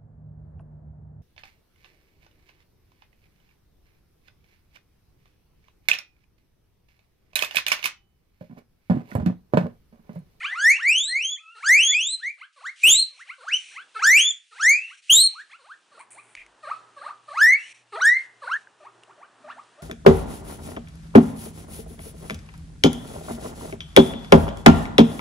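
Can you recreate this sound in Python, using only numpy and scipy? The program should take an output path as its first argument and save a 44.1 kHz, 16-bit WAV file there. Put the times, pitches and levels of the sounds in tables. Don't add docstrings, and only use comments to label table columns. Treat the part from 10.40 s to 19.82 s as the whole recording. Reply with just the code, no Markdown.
import sys
import numpy as np
from scipy import signal
from scipy.fft import rfft, irfft, next_fast_len
from scipy.io import wavfile
from scipy.ndimage import uniform_filter1d, minimum_filter1d, map_coordinates

SR = 44100
rng = np.random.default_rng(int(sys.argv[2]) if len(sys.argv) > 2 else 0)


def amplitude_ratio(level_db):
    exponent = np.asarray(level_db, float) / 20
    return 10 ** exponent


def store_pcm(level_fs):
    pcm = np.round(np.clip(level_fs, -1, 1) * 32767).astype(np.int16)
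    wavfile.write(sys.argv[1], SR, np.atleast_2d(pcm).T)


N = 415422
TIME = np.arange(N) / SR

# pitch in Hz, then harmonics 1, 2 and 3 over the level in dB.
CALM = [(500, -5, -10, -13.5), (1000, -2.5, -4, -29.5), (1300, -3.5, -14, -8), (1800, 2.5, -31, -34.5),
        (2300, 3.5, -23, -40)]


def animal(calls, folds, tilt_db=9, jitter=0.011, shimmer_db=1.6056, air_db=-41):
    # frequency in Hz, density in dB per Hz.
    leak = [(600, -36), (1250, -16.5), (2400, -2.5), (3500, -6.5), (4200, 6), (4900, -11.5), (6800, -19.5),
            (8800, -5), (10000, -12.5)]
    sharpen = [0, 0.14, 0.7]
    voice, effort = np.zeros(N), np.zeros(N)
    order = np.arange(1, 14)[:, None]
    near = np.minimum(order, 3)
    for rows in map(np.array, calls):
        start, stop = int(rows[0, 0] * SR) + 1, min(int(rows[-1, 0] * SR), N)
        t = TIME[start:stop]
        push = rows[:, 2] - mouth_db(rows[:, 1])
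        path = np.c_[rows[:, 0], np.log2(rows[:, 1]), push]
        octaves, push_db = (uniform_filter1d(c, size=300, mode="nearest") for c in curves(path, t))
        pitch = 2 ** octaves
        taut = np.clip((pitch - 600) / 800, 0, 1) * (push_db + 24.0)
        source_db = np.array([push_db + along(np.array(folds)[:, [0, k]], pitch) + sharpen[k - 1] * taut
                              for k in (1, 2, 3)])
        sag = (pitch[-1] > 3200) * np.clip(1 - (t[-1] - t) / 0.03, 0, 1) ** 2.2
        pitch = pitch * (1 - 0.11 * sag)
        slack = np.clip(900 / pitch, 0, 2)
        unsteady = 1 + jitter * wobble(250, len(t)) * (slack + 0.27)
        phase = 2 * np.pi * np.cumsum(pitch * unsteady) / SR
        edge = np.clip(np.minimum((t - t[0]) / 0.01, (t[-1] - t) / 0.007), 0, 1) ** 2

        level_db = source_db[near[:, 0] - 1] + mouth_db(order * pitch)
        level_db = level_db - (tilt_db + 9 * slack) * np.log2(order / near)
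        level_db = level_db - 22 * sag * (near - 1)
        flutter = np.array([wobble(140, len(t)) for _ in order]) * np.minimum(order, 3.5)
        patches = np.array([wobble(30, len(t)) for _ in order])
        level_db = level_db + shimmer_db * flutter + (near - 1) * (slack < 0.7) * patches
        level = amplitude_ratio(level_db) * (order * pitch < SR / 3)
        partials = level * np.sin(order * phase + rng.uniform(0, 2 * np.pi, order.shape))
        voice[start:stop] += np.sqrt(2) * edge * partials.sum(0)
        effort[start:stop] += edge * np.sqrt(np.linalg.norm(level, axis=0)) * slack
    return voice + amplitude_ratio(air_db) * uniform_filter1d(effort, size=1300) * rush(leak, side_db=-99)[0]


def mouth_db(hz):
    # centre in Hz, width in Hz, gain in dB.
    resonances = [(1231, 180, 13.5), (2650, 1200, 6.5), (4260, 420, 0.5), (6590, 1500, 9.5),
                  (8300, 1300, -10.5), (10000, 2000, -8.5)]
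    notch = 1 - 0.47 * np.exp(-((hz - 5020) / 240) ** 2)
    power = 0.026 + sum(amplitude_ratio(2 * db) / (1 + (2 * (hz - c) / w) ** 2) for c, w, db in resonances)
    return 10 * np.log10(power) + 20 * np.log10(notch + 1e-3)


def wheeks():
    # time in seconds, pitch in Hz, level in dB.
    long_calls = [
        [(0.34, 634.5, -61), (0.385, 946, -59), (0.402, 1400, -43), (0.424, 1767, -35), (0.478, 2260, -21),
         (0.492, 2360, -15.5), (0.54, 2818, -24), (0.592, 3285, -26.5), (0.686, 4100, -35.5),
         (0.735, 4390, -35.5)],
        [(0.633, 1214, -84), (0.695, 1796, -43), (0.765, 2155, -24.5), (0.8, 2474, -31.5), (0.845, 3080, -30.5),
         (0.929, 3462, -35.5), (0.97, 3390, -41.5)],
        [(1.192, 598, -51), (1.21, 800, -49), (1.223, 917, -48), (1.236, 1180, -32), (1.25, 1427, -28.5),
         (1.306, 1923, -14.5), (1.375, 2420, -16.5), (1.43, 3086, -22.5), (1.502, 3452, -26), (1.55, 3430, -30)],
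        [(1.38, 636, -70.5), (1.468, 1523, -64), (1.548, 2390, -22), (1.588, 2616, -25), (1.626, 3160, -30),
         (1.712, 4025, -35.5), (1.762, 4260, -31)],
        [(3.584, 616, -48), (3.598, 800, -31), (3.612, 946, -36), (3.628, 1283, -19.5), (3.64, 1445, -20),
         (3.668, 1700, -16.5), (3.765, 2386, -13), (3.778, 2674, -14.5), (3.815, 3187, -22.5),
         (3.88, 3533, -27.5), (3.922, 3516, -31)],
    ]
    short_calls = [
        [(0.105, 592, -46), (0.135, 900, -42), (0.163, 1277, -30), (0.21, 1560, -29), (0.25, 1750, -18.5),
         (0.285, 1973, -16.5), (0.32, 2300, -16.5), (0.33, 2400, -24.5), (0.359, 2704, -33.5),
         (0.377, 2816, -24.5)],
        [(4.152, 618, -48.5), (4.18, 900, -47), (4.19, 1076, -42), (4.201, 1287, -29), (4.235, 1697, -22.5),
         (4.289, 2100, -14.5), (4.35, 2400, -22), (4.39, 2538, -33.5), (4.415, 2592, -43)],
    ]
    # pitch in Hz, then harmonics 1, 2 and 3 over the level in dB.
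    tense = [(525, -23, -20, -11.5), (1050, -15, 0, -20.5), (1400, -4, -16, -9.5), (1930, 1.5, -24.5, -19),
             (2400, -1.5, -19, -26), (2700, -0.5, -19, -17.5), (2800, -0.3, -13.5, -17.5),
             (3330, -1, -10.5, -8), (3970, 0.5, -2.5, -70.5)]
    return animal(long_calls + short_calls, tense, tilt_db=6.5)


def shrieks():
    # time in seconds, pitch in Hz, level in dB.
    high_calls = [
        [(1.79, 1126, -64.5), (1.815, 1534, -53), (1.84, 1880, -29), (1.88, 2200, -30.5), (1.918, 2450, -47)],
        [(2.428, 2364, -26.5), (2.442, 2510, -12), (2.48, 3000, -12.5), (2.518, 3524, -19), (2.56, 3844, -25.5),
         (2.585, 4150, -24), (2.615, 4267, -24), (2.64, 4240, -27)],
        [(2.535, 1825, -57), (2.545, 2054, -43), (2.575, 2799, -55.5)],
        [(4.692, 2532, -20), (4.708, 3076, -12), (4.742, 3545, -16.5), (4.78, 3840, -17.5),
         (4.818, 4224, -18.5), (4.85, 4304, -22), (4.882, 4320, -25.5)],
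    ]
    # pitch in Hz, then harmonics 1, 2 and 3 over the level in dB.
    shrill = [(1200, -8.5, 1.5, -19), (1917, -2.6, -22, -32), (2450, 1.64, -31, -15.5),
              (3000, 1.94, -21, -8.5), (3450, -2, -3, -12.5), (4050, 1.54, -4, -24.5)]
    return animal(high_calls, shrill)


def whoops():
    # time in seconds, pitch in Hz, level in dB.
    calm_calls = [
        [(6.875, 630, -47.5), (6.917, 559, -50.5), (6.965, 1050, -36.5), (6.981, 1289, -22.5),
         (7.005, 1522, -23.5), (7.017, 1675, -14.5), (7.035, 1763, -13.5), (7.155, 2244, -24),
         (7.18, 2300, -48)],
        [(7.564, 571, -38), (7.585, 684, -44), (7.6, 898, -40.5), (7.61, 1150, -29), (7.618, 1400, -25),
         (7.64, 1596, -21), (7.674, 1825, -15.5), (7.74, 2035, -26), (7.8, 2132, -34)],
        [(8.015, 647, -51.5), (8.051, 466, -49), (8.075, 655, -48.5), (8.09, 900, -41), (8.11, 1255, -28.5),
         (8.14, 1645, -27), (8.163, 1814, -41.5), (8.175, 1940, -40)],
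    ]
    return animal(calm_calls, CALM, shimmer_db=2.5, air_db=-41)


def chirp(s, lead, rise, top_hz, db, lead_db, low_hz=480):
    def climb(at, share, gain_db):
        return s + lead + at * rise, low_hz + share * (top_hz - low_hz), db + gain_db

    return [(s, 634, db + lead_db), climb(0, 0, lead_db), climb(0.38, 0.34, -7.5),
            climb(0.65, 0.75, 0), climb(0.99, 1.0, -9.5)]


def chirps():
    # start in seconds, low lead-in in seconds, rise in seconds, top in Hz, peak in dB.
    small_calls = [(1.965, 0.0046, 0.1, 1800, -49.5), (2.156, 0.043, 0.11, 2300, -35.5),
                   (2.698, 0.064, 0.08, 2275, -49.5), (2.842, 0.0085, 0.099, 1630, -46.5),
                   (3.301, 0.0073, 0.13, 1756, -45.5), (4.454, 0.012, 0.092, 1770, -53.5),
                   (5.078, 0.01, 0.083, 1540, -49)]
    # pitch in Hz, then harmonics 1, 2 and 3 over the level in dB.
    hollow = [(500, -12, -13, -13.5), (1100, -5.5, -17, -17.5), (1478, 1, -17, -8.5), (2200, 3.8, -14, -17)]
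    small = [(500, -22, -22.5, -14.5), (800, -16.5, -9.5, 2.5), (1100, -8.5, 14, -1.5),
             (1430, 0.5, -2, -28), (1899, -4.5, -9, -23), (2300, 5.1, -10.5, -16)]
    hooted = [chirp(*row, lead_db=-24.0) for row in small_calls if row[1] > 0.02]
    nasal = [chirp(*row, lead_db=-19.5) for row in small_calls if row[1] <= 0.02]
    return animal(hooted, hollow, tilt_db=1.5) + animal(nasal, small, tilt_db=10)


def grunts():
    # time in seconds, pitch in Hz, level in dB.
    low_notes = [
        [(1.146, 476.5, -54), (1.17, 423, -58), (1.19, 470, -55.5), (1.202, 560, -58)],
        [(3.54, 554.3, -52.5), (3.566, 420, -43), (3.584, 436, -39), (3.594, 500, -47)],
        [(4.106, 487, -62.5), (4.13, 420, -57), (4.15, 486, -56), (4.164, 500, -55)],
    ]
    calm_note = [(7.517, 450, -49), (7.545, 392, -41), (7.563, 467, -36), (7.575, 520, -49)]
    # pitch in Hz, then harmonics 1, 2 and 3 over the level in dB.
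    slack_folds = [(420, -16.5, -20.5, -13), (560, -15, -18, -11.5)]
    return animal(low_notes, slack_folds, tilt_db=-4.5) + animal([calm_note], CALM, tilt_db=-1.5)


def asides():
    # time in seconds, pitch in Hz, level in dB.
    peeps = [
        [(2.975, 617, -60), (3.015, 440, -57), (3.045, 685, -54), (3.066, 1100, -47.5), (3.085, 1515, -30),
         (3.102, 1944, -41), (3.122, 2545, -30.5), (3.142, 2977, -20.5), (3.18, 3110, -35)],
        [(4.852, 370, -77), (4.9, 409, -75), (4.93, 690, -75), (4.96, 1200, -45), (5.0, 1610, -40),
         (5.03, 1996, -52)],
        [(5.185, 597, -66), (5.23, 460, -65.5), (5.27, 750, -60), (5.292, 1050, -52), (5.32, 1550, -43.5),
         (5.348, 1870, -54.5)],
    ]
    under_way = [(0.0, 570, -48.5), (0.022, 730, -50), (0.036, 1000, -42.5), (0.05, 1200, -30.5),
                 (0.068, 1520, -36.5), (0.11, 1800, -42.5), (0.132, 2020, -42), (0.146, 1980, -41)]
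    leap = [(0.345, 646, -57), (0.386, 954, -51.5), (0.403, 1400, -43.5), (0.425, 1870, -48)]
    held = [(0.96, 782, -69), (0.985, 1150, -64), (1.01, 1290, -53), (1.094, 1306, -42),
            (1.12, 1400, -48.5), (1.19, 1360, -52.5)]
    fades = [
        [(4.40, 2600, -39.5), (4.46, 2743, -44), (4.51, 2850, -53)],
        [(7.16, 2400, -47.5), (7.22, 2800, -51), (7.29, 3056, -63)],
        [(0.962, 1742, -59), (0.985, 2300, -50.5), (1.005, 2650, -56.5)],
    ]
    # pitch in Hz, then harmonics 1, 2 and 3 over the level in dB.
    thin = [(450, -7.5, -12, -15), (800, -2.5, -11, -11), (1300, -5, -26, -18), (1900, -1.5, -14, -8),
            (3000, -1, -13.5, -26)]
    whine = [(560, -26.5, -21.5, 3.5), (1000, -9, 8.5, 2), (1550, -4.5, 4, -11), (1975, 8.5, -19.5, -15)]
    hummed = [(800, -17.5, 4.5, -26), (1300, -13, -5, -21.5)]
    pure = [(2492, -0.5, -41, -43), (2900, 1, -45, -45)]
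    nasal = animal([under_way, leap], whine, tilt_db=13.5)
    steady = animal([held], hummed, air_db=-57.0)
    return animal(peeps, thin, tilt_db=11.5) + nasal + steady + animal(fades, pure, jitter=0.044)


def settled():
    # start in seconds, low lead-in in seconds, rise in seconds, top in Hz, peak in dB.
    soft_chirps = [(5.73, 0.00726, 0.07, 1300, -54)]
    last_chirps = [(8.396, 0.032, 0.068, 1453, -45.5), (8.668, 0.0078, 0.063, 1637, -52),
                   (8.77, 0.025, 0.069, 1673, -48.5), (9.036, 0.035, 0.066, 1940, -39),
                   (9.155, 0.0075, 0.048, 1345, -44.5), (9.371, 0.022, 0.099, 1300, -44)]
    # time in seconds, pitch in Hz, level in dB.
    coos = [
        [(5.51, 674, -65), (5.56, 429, -60.5), (5.59, 691, -58.5), (5.61, 1050, -38), (5.625, 1146, -59.5)],
        [(6.225, 693, -51), (6.262, 519, -46), (6.293, 722, -43), (6.31, 1130, -31.5), (6.322, 1300, -25),
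         (6.35, 1284, -44), (6.41, 1300, -57.5), (6.46, 1270, -70.5)],
        [(6.56, 614, -49.5), (6.6, 500, -56), (6.622, 640, -50.5), (6.642, 912, -43.5), (6.667, 1200, -34.5),
         (6.69, 1266, -49.5)],
        [(6.64, 519, -53), (6.677, 667, -49.5), (6.705, 1140, -34.5), (6.724, 1457, -52.5)],
    ]
    # pitch in Hz, then harmonics 1, 2 and 3 over the level in dB.
    soft = [(505, 2, -19, -14), (900, 6, -7, -22), (1300, -1, 24.5, -29), (1800, -7.5, -16.5, -32.5)]
    dull = [(560, -2, -21, -21.5), (900, 5, -2, -14), (1300, -3.5, -9, -27), (1800, -5.5, -20, -28)]
    cooed = [(500, -4, -13, -9.5), (750, -3.5, -2, -16), (1000, -2, -11.5, -18), (1300, -2.5, -17, -23)]
    murmurs = [chirp(*row, lead_db=-17, low_hz=497) for row in soft_chirps]
    last = [chirp(*row, lead_db=-12.0, low_hz=583.0) for row in last_chirps]
    calls = animal(murmurs, soft, jitter=0.018, shimmer_db=1.2, air_db=-42)
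    calls = calls + animal(last, dull, jitter=0.018, shimmer_db=1.2, air_db=-57.0)
    return amplitude_ratio(1.5) * (calls + animal(coos, cooed, tilt_db=10.5, jitter=0.012, shimmer_db=1.3, air_db=-40))


def rasp():
    # start in seconds, length in seconds, level in dB.
    puffs = [
        (9.085, 0.053, -52),
        (8.44, 0.029, -61),
        (0.029, 0.056, -44.5),
    ]
    shape = sum(amplitude_ratio(db) * np.sin(np.pi * np.clip((TIME - s) / length, 0, 1)) for s, length, db in puffs)
    return shape * rush([(500, -18), (1200, 6), (3000, -5), (4600, -6), (6500, -33), (9000, -40)], side_db=-7)


def room(x, side_db):
    # frequency in Hz, time to fall 60 dB in seconds.
    decay = [(500, 0.8), (2500, 0.32), (4200, 0.32), (6000, .3), (10000, 0.067)]
    hz, t, z = signal.stft(rng.standard_normal((2, SR // 2)), SR, nperseg=256)
    walls = amplitude_ratio(-60 * t / 0.15)
    beyond = amplitude_ratio(-12.5 - 60 * t / along(decay, hz)[:, None])
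    tail = signal.istft(z * (walls + beyond), SR, nperseg=256)[1]
    late = np.pad(x, (90, 0))[None]
    mid, side = signal.fftconvolve(late, tail / np.linalg.norm(tail[0]), axes=1)[:, :N]
    return np.array([mid + amplitude_ratio(side_db) * side, mid - amplitude_ratio(side_db) * side])


def bedding():
    # start in seconds, length in seconds, crisp level in dB, dull level in dB.
    rustles = [
        (5.593, 0.018, -52.5, -58.5),
        (5.706, 0.022, -43, -63.5),
        (5.737, 0.2, -60.5, -70.5),
        (5.966, 0.049, -87.5, -52),
    ]
    # time in seconds, peak in dB, ring in Hz, crack share, attack in seconds.
    ticks = [
        (5.9517, -26, 2260, 0.25, 0.00015),
        (6.064, -40, 2150, 0.33, 0.000085),
        (8.271, -25.5, 1594, 0.02, 0.0023),
        (8.635, -38.5, 2780, 0.31, 0.000095),
        (9.2364, -49.5, 1270, 0.51, .0001),
    ]
    # time in seconds, peak in dB.
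    bumps = [(5.97, -50)]
    shapes = [(TIME > s) * amplitude_ratio(-60 * np.clip(TIME - s - length, 0, None) / 0.15) for s, length, _, _ in rustles]
    crisp_gain, dull_gain = amplitude_ratio(np.array(rustles)[:, 2:].T) @ shapes
    grain = unit(amplitude_ratio(2.3 * wobble(450, N)))
    crisp = rush([(5500, -26.5), (7500, -6.5), (9200, 1.0), (10500, -7.0)], side_db=-13)
    dull = rush([(1200, -45.0), (1900, -8.5), (2400, -2.0), (3000, -18), (4500, -33.5)], side_db=-9.0)
    rustle = grain * (crisp_gain * crisp + amplitude_ratio(5.5) * dull_gain * dull)

    hits, t = np.zeros(N + SR), TIME[:SR // 4]
    for s, db, hz, share, attack in ticks:
        ring = amplitude_ratio(-60 * t / 0.011) * np.sin(2 * np.pi * hz * t)
        crack = share * amplitude_ratio(-60 * t / 0.019) * rng.standard_normal(len(t))
        hits[round(s * SR):][:len(t)] += amplitude_ratio(db) * (ring + crack) * np.minimum(t / attack, 1) ** 2
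    for s, db in bumps:
        sway = np.sin(2 * np.pi * 42 * t + 4.0 * wobble(30, len(t)))
        hits[round(s * SR):][:len(t)] += amplitude_ratio(db - 60 * t / 0.46) * sway * np.minimum(t / 0.0064, 1)
    return rustle + hits[:N]


def drone():
    # start in seconds, length in seconds, centre in Hz, level in dB.
    rumbles = [
        (8.333, 0.51, 381.5, -64),
        (8.967, 0.25, 251.6, -62.5),
    ]
    total = 0
    for s, length, hz, db in rumbles:
        swell = np.sqrt(np.abs(np.sin(np.pi * np.clip((TIME - s) / length, 0, 1))))
        total = total + amplitude_ratio(db) * swell * rush([(0.66 * hz, -40), (hz, 0), (1.62 * hz, -40)], side_db=-11.0)
    return total


def background(voices):
    # frequency in Hz, density in dB per Hz.
    hiss_bands = [(1060, -36.5), (1800, -12), (2800, -4), (4800, -11.5), (6800, -13), (8930, -13.5),
                  (10200, -16), (10500, -44), (13600, -62), (22000, -120)]
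    tone_bands = [(35, -99), (60, -39), (108, -15), (199, -15.5), (404, -8), (489, -11), (1010, -7.5),
                  (1840, -12), (2330, -27.5), (2600, -24.5), (3380, -56), (5720, -120)]
    air_bands = [(710, -57.5), (1200, -39.5), (2410, 3), (3600, -11.5), (4200, -10), (4940, -23.5),
                 (5720, -5), (6430, -14), (9680, -12.5), (10200, -24.5), (10500, -46.5), (13600, -89),
                 (22000, -120)]
    # time in seconds, level in dB.
    gate = [(0, -115), (2.2, -105), (3.5, -72), (4.1, -100), (5.5, -74), (5.7, -67), (6.0, -69),
            (6.5, -65.5), (7.3, -74.5), (8.2, -67), (8.65, -66), (9.0, -66.5), (9.42, -66.5)]
    # start in seconds, length in seconds, first and last level in dB.
    pants = [(2.383, 0.08, -83.5, -44), (3.122, 0.25, -65, -68), (4.412, 0.19, -74.5, -71),
             (4.889, 0.14, -78.5, -77.5), (8.18, 0.14, -92, -99), (8.39, 0.075, -86, -87.5),
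             (2.669, 0.16, -89, -69), (4.656, .05, -91, -65.5), (7.188, 0.15, -67.5, -65),
             (7.343, 0.091, -69.5, -84), (9.089, 0.053, -91, -89)]
    # start in seconds, length in seconds, gain in dB.
    gate_moves = [(0.84, 0.16, -5), (2.2, 0.166, 0), (4.56, 0.012, -6), (4.42, .26, -1.5), (7.329, 0.016, -12),
                  (5.6, 0.122, -3.5), (6.6, 1.2, -2.5), (1.9, 0.227, -7.5), (4, 0.23, 2.5), (0.99, 0.17, -4)]
    quiet_db = -48
    power = np.abs(uniform_filter1d(voices ** 2, round(0.16 * SR)))
    loud_db = 10 * np.log10(power + amplitude_ratio(2 * quiet_db))
    hiss_db = -58.5 + 0.38 * (loud_db + 26.5) + 1.2 * wobble(4.5, N)
    hiss = amplitude_ratio(hiss_db) * rush(hiss_bands, side_db=-12.0)
    tone_db = curves(gate, TIME)[0] - 0.063 * (loud_db - quiet_db) + 6 + 1.5 * wobble(9, N)
    tone = amplitude_ratio(tone_db) * rush(tone_bands, side_db=-11)
    breaths = sum(amplitude_ratio(curves([(s, first_db), (s + length, last_db)], TIME)[0] + 18.5)
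                  for s, length, first_db, last_db in pants)
    pant = uniform_filter1d(breaths, size=1500) * rush(air_bands, side_db=-11.5)
    return np.prod([dip(*row) for row in gate_moves], axis=0) * (hiss + pant) + tone


def hum():
    beat = np.clip((TIME - 5.55) / 0.21, 0, 1) * np.cos(np.pi * 1.81 * (TIME - 6.93))
    return np.sqrt(2) * amplitude_ratio(-75.5 + wobble(2.0, N)) * beat * np.sin(2 * np.pi * 119 * TIME)


def unit(x):
    return x / np.sqrt(np.mean(x ** 2) + 1e-20)


def along(points, hz):
    f, v = np.transpose(points)
    return np.interp(np.log(hz + 1), np.log(f + 1), v)


def curves(rows, t):
    s, *cols = np.transpose(rows)
    return [np.interp(t, s, c, -120, -120) for c in cols]


def wobble(rate, size):
    knots = rng.standard_normal(int(size * rate / SR) + 4)
    return map_coordinates(knots, [np.arange(size) * rate / SR])


def filtered(x, response):
    m = next_fast_len(N + 8192)
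    return irfft(rfft(x, m) * response(np.fft.rfftfreq(m, 1 / SR)), m)[..., :N]


def rush(spectrum, side_db):
    mid, side = filtered(rng.standard_normal((2, N)), lambda hz: amplitude_ratio(along(spectrum, hz)))
    return unit(np.array([mid + amplitude_ratio(side_db) * side, mid - amplitude_ratio(side_db) * side]))


def dip(s, length, db):
    return uniform_filter1d(amplitude_ratio(db * ((TIME > s) & (TIME < s + length))), size=200)


def squash(x, top, knee):
    drive = 0.85 * x.mean(0) + 0.15 * x
    return x / (1 + np.abs(drive / top) ** knee) ** (1 / knee)


def masked(x, depth_db, far_db):
    z = signal.stft(x, nperseg=512)[2]
    power = uniform_filter1d((np.abs(z) ** 2).mean(0), size=5, axis=0)
    band = np.sqrt(np.abs(uniform_filter1d(power, size=3, axis=1)))
    masker = -minimum_filter1d(-band, size=31, axis=0, origin=11)
    masker = np.maximum(masker, amplitude_ratio(-far_db) * band.max(axis=0))
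    keep = 1 / (1 + (amplitude_ratio(-depth_db) * masker / (band + 1e-12)) ** 8)
    keep[:6] = 1
    return signal.istft(z * keep, nperseg=512)[1][:, :N]


def scene():
    # start in seconds, length in seconds, gain in dB.
    splice = (8.176, .25, -10)
    cut = dip(*splice)
    pigs = amplitude_ratio(4.5) * cut * (wheeks() + shrieks() + whoops() + chirps() + grunts() + asides())
    murmurs = settled()
    wet = amplitude_ratio(-9.0) * cut * room(pigs, side_db=-5.0) + amplitude_ratio(-5) * room(murmurs, side_db=-6)
    return pigs + murmurs + wet + rasp() + bedding() + drone() + background(pigs + murmurs)


def band_limit(x):
    return signal.sosfilt(signal.butter(12, 15910, fs=SR, output="sos"), x)


def record(dry):
    # start in seconds, length in seconds, level in dB.
    overloads = [
        (1.29, 0.067, -3),
        (2.43, 0.17, 6),
        (3.66, 0.16, -1.5),
        (4.27, 0.037, -1),
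        (4.69, .15, 4.5),
    ]
    narrow = filtered(dry, lambda hz: 1 / (1 + (hz / 10300) ** 40))
    grit = 1 + 0.04 * rng.standard_normal(N)
    products = (squash(narrow, top=0.38, knee=5.5) - narrow) * grit
    bent = narrow + filtered(products, lambda hz: 1 / (1 + (900 / (hz + 1)) ** 8))
    turned = filtered(bent, lambda hz: (1300 - 1j * hz) / (1300 + 1j * hz))
    hot = squash(turned, top=0.44, knee=10)
    rumble = filtered(hot - turned, lambda hz: 1 / (1 + (hz / 800) ** 8))
    thud = amplitude_ratio(-22.5) * filtered(np.abs(hot - turned).mean(0), lambda hz: 1 / (1 + (hz / 100) ** 4))
    passed = sum(amplitude_ratio(db) * ((TIME > s) & (TIME < s + length)) for s, length, db in overloads)
    passed = uniform_filter1d(passed, size=400)
    hot = hot - rumble + passed * (0.7 * rumble.mean(0) + 0.35 * rumble + thud)
    coupled = filtered(hot, lambda hz: 1j * hz / (94 + 1j * hz) / (1 + (hz / 15600) ** 150))
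    return band_limit(masked(coupled, depth_db=39, far_db=24.5) + hum())


dry = scene()
out = record(dry)
store_pcm(out)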